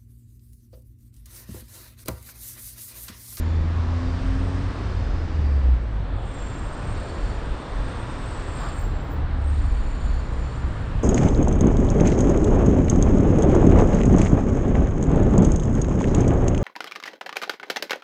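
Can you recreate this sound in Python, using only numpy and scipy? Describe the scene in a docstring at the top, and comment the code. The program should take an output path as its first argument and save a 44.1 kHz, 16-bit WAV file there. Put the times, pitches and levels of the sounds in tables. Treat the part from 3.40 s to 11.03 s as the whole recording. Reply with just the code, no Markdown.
"""Traffic past a city pavement

Ground rumble, engine drone, tyre roar and hiss: half-octave noise bands that swell and fade along level curves.
A heavy engine pulls up in pitch and eases off, others idle, start and slow: tones at multiples of the firing rhythm.
A saw blade rings in narrow noise bands beside a 7.5 kHz squealing band, a brake squeals very high as a wavering
sine in a halo of noise, faint noise bands and a swish swell and fade, damped modes make small knocks and ticks."""
import sys
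import numpy as np
from scipy import signal
from scipy.fft import irfft, next_fast_len
from scipy.io import wavfile
from scipy.ndimage import uniform_filter1d

SR = 44100
rng = np.random.default_rng(int(sys.argv[2]) if len(sys.argv) > 2 else 0)


def unload_wav(signal):
    """Save mono or channel-first audio to the path in sys.argv[1] as 16-bit WAV at rate SR, clipped to [-1, 1]."""
    wavfile.write(
        sys.argv[1],
        SR,
        np.round(np.clip(np.atleast_2d(signal).T, -1, 1) * 32767).astype(np.int16),
    )


N = 336482

# Heavy engine pulling, then easing off. Each row: time in s, lowest tone in Hz, level in dB.
PULLING_ENGINE = [(0, 80.5, -19.5), (.45, 83.8, -24.5), (.68, 85.8, -27.5), (.89, 87.96, -29.5),
                  (1.29, 92.1, -29.5), (1.48, 92.3, -31.5), (1.66, 86.95, -29.5), (1.86, 79.9, -31.5),
                  (1.96, 76.3, -21.5), (2.18, 68.3, -16.5), (2.225, 65.7, -21.5), (2.27, 64.04, -15),
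                  (2.33, 62.2, -14.5), (2.38, 59.8, -28.5), (2.6, 49.14, -32), (2.7, 45.44, -28),
                  (2.86, 42.5, -33), (2.92, 42.1, -43)]
# Saw blade and a squealing band. Each row: time in s, then level in dB of the lowest blade mode,
# of the close pair of blade modes, of a 7.5 kHz squealing band, of the top blade mode.
SAW_AND_SQUEAL_LEVELS = [(2.65, -85, -90, -95, -86.5), (2.88, -74, -71, -65, -60.5),
                         (3.05, -72, -64, -51.5, -62), (3.43, -69, -71, -68, -58.5),
                         (3.7, -60, -65, -66, -59.5), (3.92, -56, -66, -72, -63),
                         (3.97, -66, -68, -73, -66), (4.13, -65, -74, -76, -65.5),
                         (4.6, -67, -71, -79, -59.5), (5.02, -60, -68, -62, -58.5),
                         (5.12, -64, -66, -59, -56.5), (5.21, -67, -61, -56, -56),
                         (5.39, -64, -65, -56, -57), (5.57, -70, -80, -62.5, -77),
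                         (5.88, -86, -93, -93, -87), (6.05, -77, -73, -74, -62.5),
                         (6.25, -61.5, -65, -75, -62), (6.59, -62.5, -63, -72, -65.5),
                         (6.76, -60, -64, -75, -67), (6.87, -60, -65, -78, -68),
                         (6.93, -72, -66, -77, -68.5), (7.03, -62, -63, -75, -67.5),
                         (7.16, -64, -64, -72, -65), (7.29, -71, -69, -76, -69.5),
                         (7.63, -78, -75, -78, -71)]


def undb(db):
    """Gain of a level in dB."""
    return 10 ** (np.asarray(db) / 20)


def columns(table):
    """Columns of a curve at every sample, then a gate with 30 ms fades just outside its first and last rows."""
    fade_s = .03
    row_s, *cols = np.transpose(table)
    t = np.arange(N) / SR
    since_start = t - row_s[0] + fade_s
    until_end = row_s[-1] + fade_s - t
    gate = np.clip(np.minimum(since_start, until_end) / fade_s, 0, 1)
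    return [np.interp(t, row_s, col) for col in cols] + [gate]


def walk(rate_hz):
    """Random levels held 1 / rate_hz seconds and slewed twice; spread near 1."""
    hold = int(SR / rate_hz)
    steps = np.repeat(rng.standard_normal(N // hold + 1), hold)
    slewed = uniform_filter1d(uniform_filter1d(steps, hold), hold)
    return 1.3 * slewed[:N]


def noise(gain):
    """Noise whose spectrum follows gain(Hz), drawn bin by bin."""
    size = next_fast_len(N)
    hz = np.arange(size // 2 + 1) * SR / size + 1e-3  # offset keeps log(hz) finite
    bins = rng.standard_normal(2 * len(hz)).view(complex)
    return irfft(bins * gain(hz), size)[:N]


def unit(x):
    """Scaled to rms 1."""
    return x / np.sqrt(np.mean(x ** 2))


def ring(centre_hz, width_hz):
    """Noise of rms 1 heard through one steep resonance."""
    return unit(noise(lambda hz: 1 / (1 + (2 * (hz - centre_hz) / width_hz) ** 2) ** 1.5))


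def tone(hz, waver_rad, multiple=1):
    """A tone of rms 1 whose phase wanders as firings or slips come unevenly."""
    phase = 2 * np.pi * np.cumsum(hz) / SR
    return np.sqrt(2) * np.sin(multiple * phase + waver_rad)


def traffic(flicker_db=0.74, lumps_db=1.16, dust=.12):
    """Half-octave bands of road noise; each flickers alone and follows the level of its layer."""
    # Noise spectrum within the layers. Each row: frequency in Hz, density in dB per Hz.
    road_spectrum = [(15, -12.5), (63, -3.5), (108, -6), (155, -12.5), (209, -16), (286, -15), (370, -17),
                     (507, -17.5), (880, -22.5), (1100, -23), (1520, -27), (1800, -28), (2100, -32),
                     (3100, -36.5), (3650, -38), (4100, -39), (5000, -48), (6500, -56), (8400, -49.5),
                     (9400, -59), (11000, -68), (12400, -72), (13500, -78), (14800, -98)]
    # Borders between the layers, in Hz.
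    layer_edges_hz = [0, 60, 110, 210, 300, 750, 2000, 4200, 7000, 17000]
    # Each row: time in s, ground rumble in dB, exhaust boom in dB.
    rumble_levels = [(0, -31, -33), (.12, -29.5, -34), (.5, -34, -32.5), (.9, -29, -30.5),
                     (1.42, -38, -29.5), (1.58, -23.5, -28.5), (1.7, -27.5, -27), (1.9, -29, -35.5),
                     (2.3, -32, -34.5), (2.76, -30, -30), (2.91, -32, -37), (3.02, -30.5, -34.5),
                     (3.3, -24.5, -31.5), (3.37, -38, -38), (3.49, -31, -30), (3.7, -30, -31.5),
                     (3.76, -37, -36), (3.82, -25, -31), (4.16, -30, -36), (4.28, -46, -37),
                     (4.34, -25, -36), (4.48, -28, -29), (4.55, -36, -32), (4.61, -29, -33),
                     (5.15, -28.5, -33), (5.23, -30.5, -39), (5.5, -27.5, -29), (5.65, -33, -35),
                     (5.73, -26.5, -33.5), (6.1, -31, -28), (6.42, -23, -31.5), (6.58, -30.5, -40),
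                     (6.66, -21.5, -36), (7.15, -35.5, -38), (7.24, -28.5, -31.5), (7.46, -26.5, -30),
                     (7.63, -28, -30)]
    # Each row: time in s, engine drone level in dB of the lower part, of the upper part.
    drone_levels = [(0, -39.5, -43.5), (.9, -37.5, -43), (1.5, -37, -42.5), (1.95, -37.5, -42),
                    (2.2, -36, -40), (2.46, -39, -44.5), (2.9, -40, -43.5), (3.5, -36.5, -42),
                    (4.2, -39, -42.5), (5, -38, -42.5), (5.4, -37, -41.5), (5.76, -37, -42.5),
                    (6.12, -35, -42.5), (6.35, -39.5, -42), (6.9, -35, -44), (7.63, -33.5, -43.5)]
    # Each row: time in s, low roar in dB, tread roar in dB, hiss in dB.
    tyre_levels = [(0, -42.5, -45, -59.5), (.3, -41.5, -44, -59), (.66, -41, -43, -56.5),
                   (1.3, -40.5, -42.5, -56.5), (1.9, -41, -44.5, -59.5), (2.2, -41, -45, -62),
                   (2.43, -44.5, -47, -66.5), (2.79, -41.5, -45, -69), (2.94, -42, -44, -61),
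                   (3.7, -39, -41.5, -58.5), (4.2, -40, -41.5, -58.5), (5, -40, -40.5, -58.5),
                   (5.3, -39.5, -41, -60), (5.5, -40.5, -42, -64.5), (5.93, -41.5, -43.5, -67),
                   (6.1, -42.5, -44, -63), (6.45, -42.5, -43.5, -64), (6.9, -41.5, -43, -62),
                   (7.63, -42, -42.5, -64)]
    # Layers just below and above the hiss. Each row: mean level in dB, share of the swing in tread roar,
    # share of the swing in hiss.
    tyre_layers = [(-48.5, 0.68, 0.24), (-70, 1.3, 0.38)]

    road_hz, road_db = np.transpose(road_spectrum)
    layers = np.zeros((len(layer_edges_hz) - 1, N))
    for octave in np.arange(4, 14.5, .5):  # log2 of the band centre in Hz
        def gain(hz):
            offset = np.clip(np.log2(hz) - octave, -.5, .5)
            share = np.cos(np.pi * offset)  # neighbours add up to even power
            return share * undb(np.interp(np.log(hz), np.log(road_hz), road_db))
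        layer = np.searchsorted(layer_edges_hz, 2 ** octave) - 1
        layers[layer] += noise(gain) * undb(flicker_db * walk(9))

    rumble_boom = [db + lumps_db * walk(6) for db in columns(rumble_levels)[:-1]]
    drone = columns(drone_levels)[:-1]
    low, roar, hiss = columns(tyre_levels)[:-1]
    roar_swing = roar - roar.mean()
    hiss_swing = hiss - hiss.mean()
    below, air = (mean_db + by_roar * roar_swing + by_hiss * hiss_swing
                  for mean_db, by_roar, by_hiss in tyre_layers)
    top_mode, cutting = columns(SAW_AND_SQUEAL_LEVELS)[-2:]
    air = air + dust * cutting * (top_mode - top_mode.mean())  # highest air partly follows the saw

    levels_db = rumble_boom + drone + [low, roar, below, hiss, air]
    return sum(unit(x) * undb(db) for x, db in zip(layers, levels_db))


def engine(table, tones_db=(0,), waver_rad=0.42, throb_db=1.5):
    """Exhaust tones at whole multiples of the firing rhythm; each throbs a little."""
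    hz, level_db, gate = columns(table)
    out = np.zeros(N)
    for multiple, tone_db in enumerate(tones_db, start=1):
        gain = undb(level_db + tone_db + throb_db * walk(12))
        out += gain * tone(hz, waver_rad * walk(9), multiple)
    return gate * out


def load(waver_rad=.18, throb_db=1.1):
    """Upper exhaust tones of the pulling engine, on its firing rhythm; each throbs a little."""
    # Each row: time in s, level in dB of tone 2, of tone 3, of tone 4.
    upper_tones = [(0, -45.5, -39.5, -43), (.2, -40, -43.5, -49.5), (.45, -44, -38.5, -55),
                   (.62, -45.5, -36.5, -49), (.72, -38, -36, -50), (.95, -41, -34.5, -51),
                   (1.2, -39.5, -37, -53), (1.3, -46, -41.5, -47.5), (1.45, -50, -41.5, -50),
                   (1.52, -56, -52, -43.5), (1.62, -52, -52.5, -54), (1.9, -50, -51, -49),
                   (2.18, -48, -47, -51), (2.3, -38, -46, -54), (2.45, -36.5, -53, -58),
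                   (2.62, -32, -52, -58), (2.7, -42, -50, -60), (2.86, -32, -50, -58),
                   (2.92, -47, -54, -58)]
    *levels_db, gate = columns(upper_tones)
    hz = columns(PULLING_ENGINE)[0]
    wander = waver_rad * walk(10)  # shared by the three tones
    out = np.zeros(N)
    for multiple, db in enumerate(levels_db, start=2):
        out += undb(db + throb_db * walk(11.6)) * tone(hz, wander, multiple)
    return gate * out


def engines():
    """Firing tones of the pulling, idling, starting and slowing engines."""
    # Each row: time in s, lowest tone in Hz, level in dB.
    idling = [(.5, 47.9, -40), (.75, 47.7, -32), (.92, 47.54, -23.5), (1.3, 48.2, -31)]
    starting = [(1.45, 109.1, -45), (1.75, 113.4, -47), (2, 125, -39)]
    slowing = [(5.3, 38.8, -38), (5.53, 38.4, -30), (5.66, 37.2, -50), (5.75, 37.3, -27.5),
               (5.87, 37, -29.5), (6.1, 36.3, -21.5), (6.27, 35.3, -23.5), (6.4, 34.8, -38),
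               (6.55, 33.84, -35), (6.72, 32.9, -27.5), (6.85, 32.56, -33), (7.0, 31.94, -27.5),
               (7.15, 31.4, -38), (7.25, 31.2, -22.5), (7.35, 30.54, -42), (7.5, 30, -37)]
    # Tones 1 and 2 of the slowing engine, in dB against its level.
    slowing_tones_db = [-4, 1]
    pulling = engine(PULLING_ENGINE) + load()
    return pulling + engine(idling) + engine(starting) + engine(slowing, slowing_tones_db)


def saw_and_squeal_band(chatter_db=0.5, trade_db=1.1, lowest_db=1.3):
    """Rubbing teeth shake blade modes into rough bands, a close pair trading strength; a 7.5 kHz band squeals."""
    # Two blade modes and the close pair make rows 1-3 and 5; row 4 is the squealing band.
    # Each row: centre in Hz, width in Hz.
    bands = [(4445, 190), (7010, 200), (7170, 200), (7490, 130), (8270, 160)]
    lowest, pair, squeal_band, top, gate = columns(SAW_AND_SQUEAL_LEVELS)
    trade = trade_db * walk(6.9)
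    levels_db = [lowest + lowest_db * walk(12), pair + trade, pair - trade, squeal_band, top]
    ringing = sum(undb(db) * ring(*band) for band, db in zip(bands, levels_db))
    return gate * undb(chatter_db * walk(25)) * ringing


def brake(waver_rad=.4, halo_width_hz=190, halo_db=-2):
    """A pad slips on the disc: a high sagging squeal with a reverberant halo of narrow noise."""
    # Each row: time in s, pitch in Hz, level in dB.
    squeal = [(5.1, 15200, -100), (5.15, 15050, -76), (5.25, 15070, -72), (5.33, 15030, -82),
              (5.395, 14974, -61), (5.48, 14900, -70), (5.58, 14850, -90), (5.644, 14866, -74),
              (5.675, 14940, -80), (5.705, 14880, -60), (5.77, 14840, -70), (5.8, 14800, -83),
              (5.94, 14790, -106)]
    hz, db, gate = columns(squeal)
    halo = undb(halo_db) * ring(0, halo_width_hz)  # slow noise, moved up around the squeal by the product
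    return gate * undb(db) * (1 + halo) * tone(hz, waver_rad * walk(60))


def knocks(crack_db=-6, crack_hz=3200, crack_s=.001, contact_s=.0004):
    """Each knock rings one damped mode; the thin ones carry a short, dulled crack of noise."""
    # Dull knocks and two ticks. Each row: start in s, level in dB, pitch in Hz, ring t60 in s.
    knock_rows = [(1.99, -18.5, 110, 0.13), (2.286, -25, 265, 0.061), (2.6, -23.5, 129.2, 0.13),
                  (3.428, -39, 2500, .03), (6.135, -46, 3000, .015)]
    out = np.zeros(N)
    grit = ring(0, 2 * crack_hz)
    for start_s, db, hz, t60_s in knock_rows:
        t = np.clip(np.arange(N) / SR - start_s, 0, None)
        decay = np.exp(-np.log(1000) * t / t60_s)
        mode = np.sin(2 * np.pi * hz * t) * decay * np.tanh(t / contact_s)
        out += undb(db) * mode
        if hz > 1000:
            burst = t / crack_s * np.exp(1 - t / crack_s)  # peaks at crack_s
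            out += undb(db + crack_db) * burst * grit
    return out


def swells(table):
    """Bands of noise that rise and fall once, each along half a sine."""
    t = np.arange(N) / SR
    out = np.zeros(N)
    for start_s, length_s, centre_hz, width_hz, peak_db in table:
        rise_fall = np.sin(np.pi * np.clip((t - start_s) / length_s, 0, 1))
        out += undb(peak_db) * rise_fall * ring(centre_hz, width_hz)
    return out


def swish():
    """A short bright swish of broad noise bands."""
    # Each row: start in s, length in s, centre in Hz, width in Hz, peak level in dB.
    swish_bands = [(5.16, 0.17, 1100, 1100, -36), (5.13, 0.21, 3400, 1400, -54),
                   (5.13, 0.22, 4600, 1800, -53)]
    return swells(swish_bands)


def faint_bands():
    """Faint noise bands, some whining, that swell and fade."""
    # Each row: start in s, length in s, centre in Hz, width in Hz, peak level in dB.
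    band_rows = [(-0.05, 0.34, 3520, 120, -59), (-0.5, .85, 7040, 200, -66), (0, .3, 4500, 400, -62),
                 (-0.5, .22, 4980, 150, -64), (.45, .45, 4700, 700, -59.5), (.5, .4, 3670, 200, -62),
                 (.5, 1.09, 8350, 400, -67.5), (1.1, 0.9, 5000, 380, -62), (1.2, 0.8, 3640, 170, -61),
                 (1.8, 0.55, 4700, 600, -61), (1.1, .8, 4330, 350, -62), (0.2, .6, 1060, 220, -49),
                 (.4, .85, 660, 40, -54.5), (4.5, 2.36, 793, 160, -51.5), (1.5, 1.5, 8033, 250, -77),
                 (4.75, .45, 7850, 250, -60), (2.5, 0.98, 3470, 460, -58.5), (3.8, 1.5, 3580, 440, -57.5),
                 (5.58, .27, 7350, 150, -71)]
    return swells(band_rows)


def scene():
    """All sources meet at one microphone."""
    vehicles = traffic() + engines() + brake()
    return (vehicles + saw_and_squeal_band() + knocks() + swish() + faint_bands())[None]


def record(dry, top_hz=15700):
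    """The recorder cuts the top with a steep elliptic low-pass."""
    low_pass = signal.ellip(8, .2, 70, top_hz, fs=SR, output="sos")  # order, ripple dB, stop dB
    return signal.sosfilt(low_pass, dry)


dry = scene()
out = record(dry)
unload_wav(out)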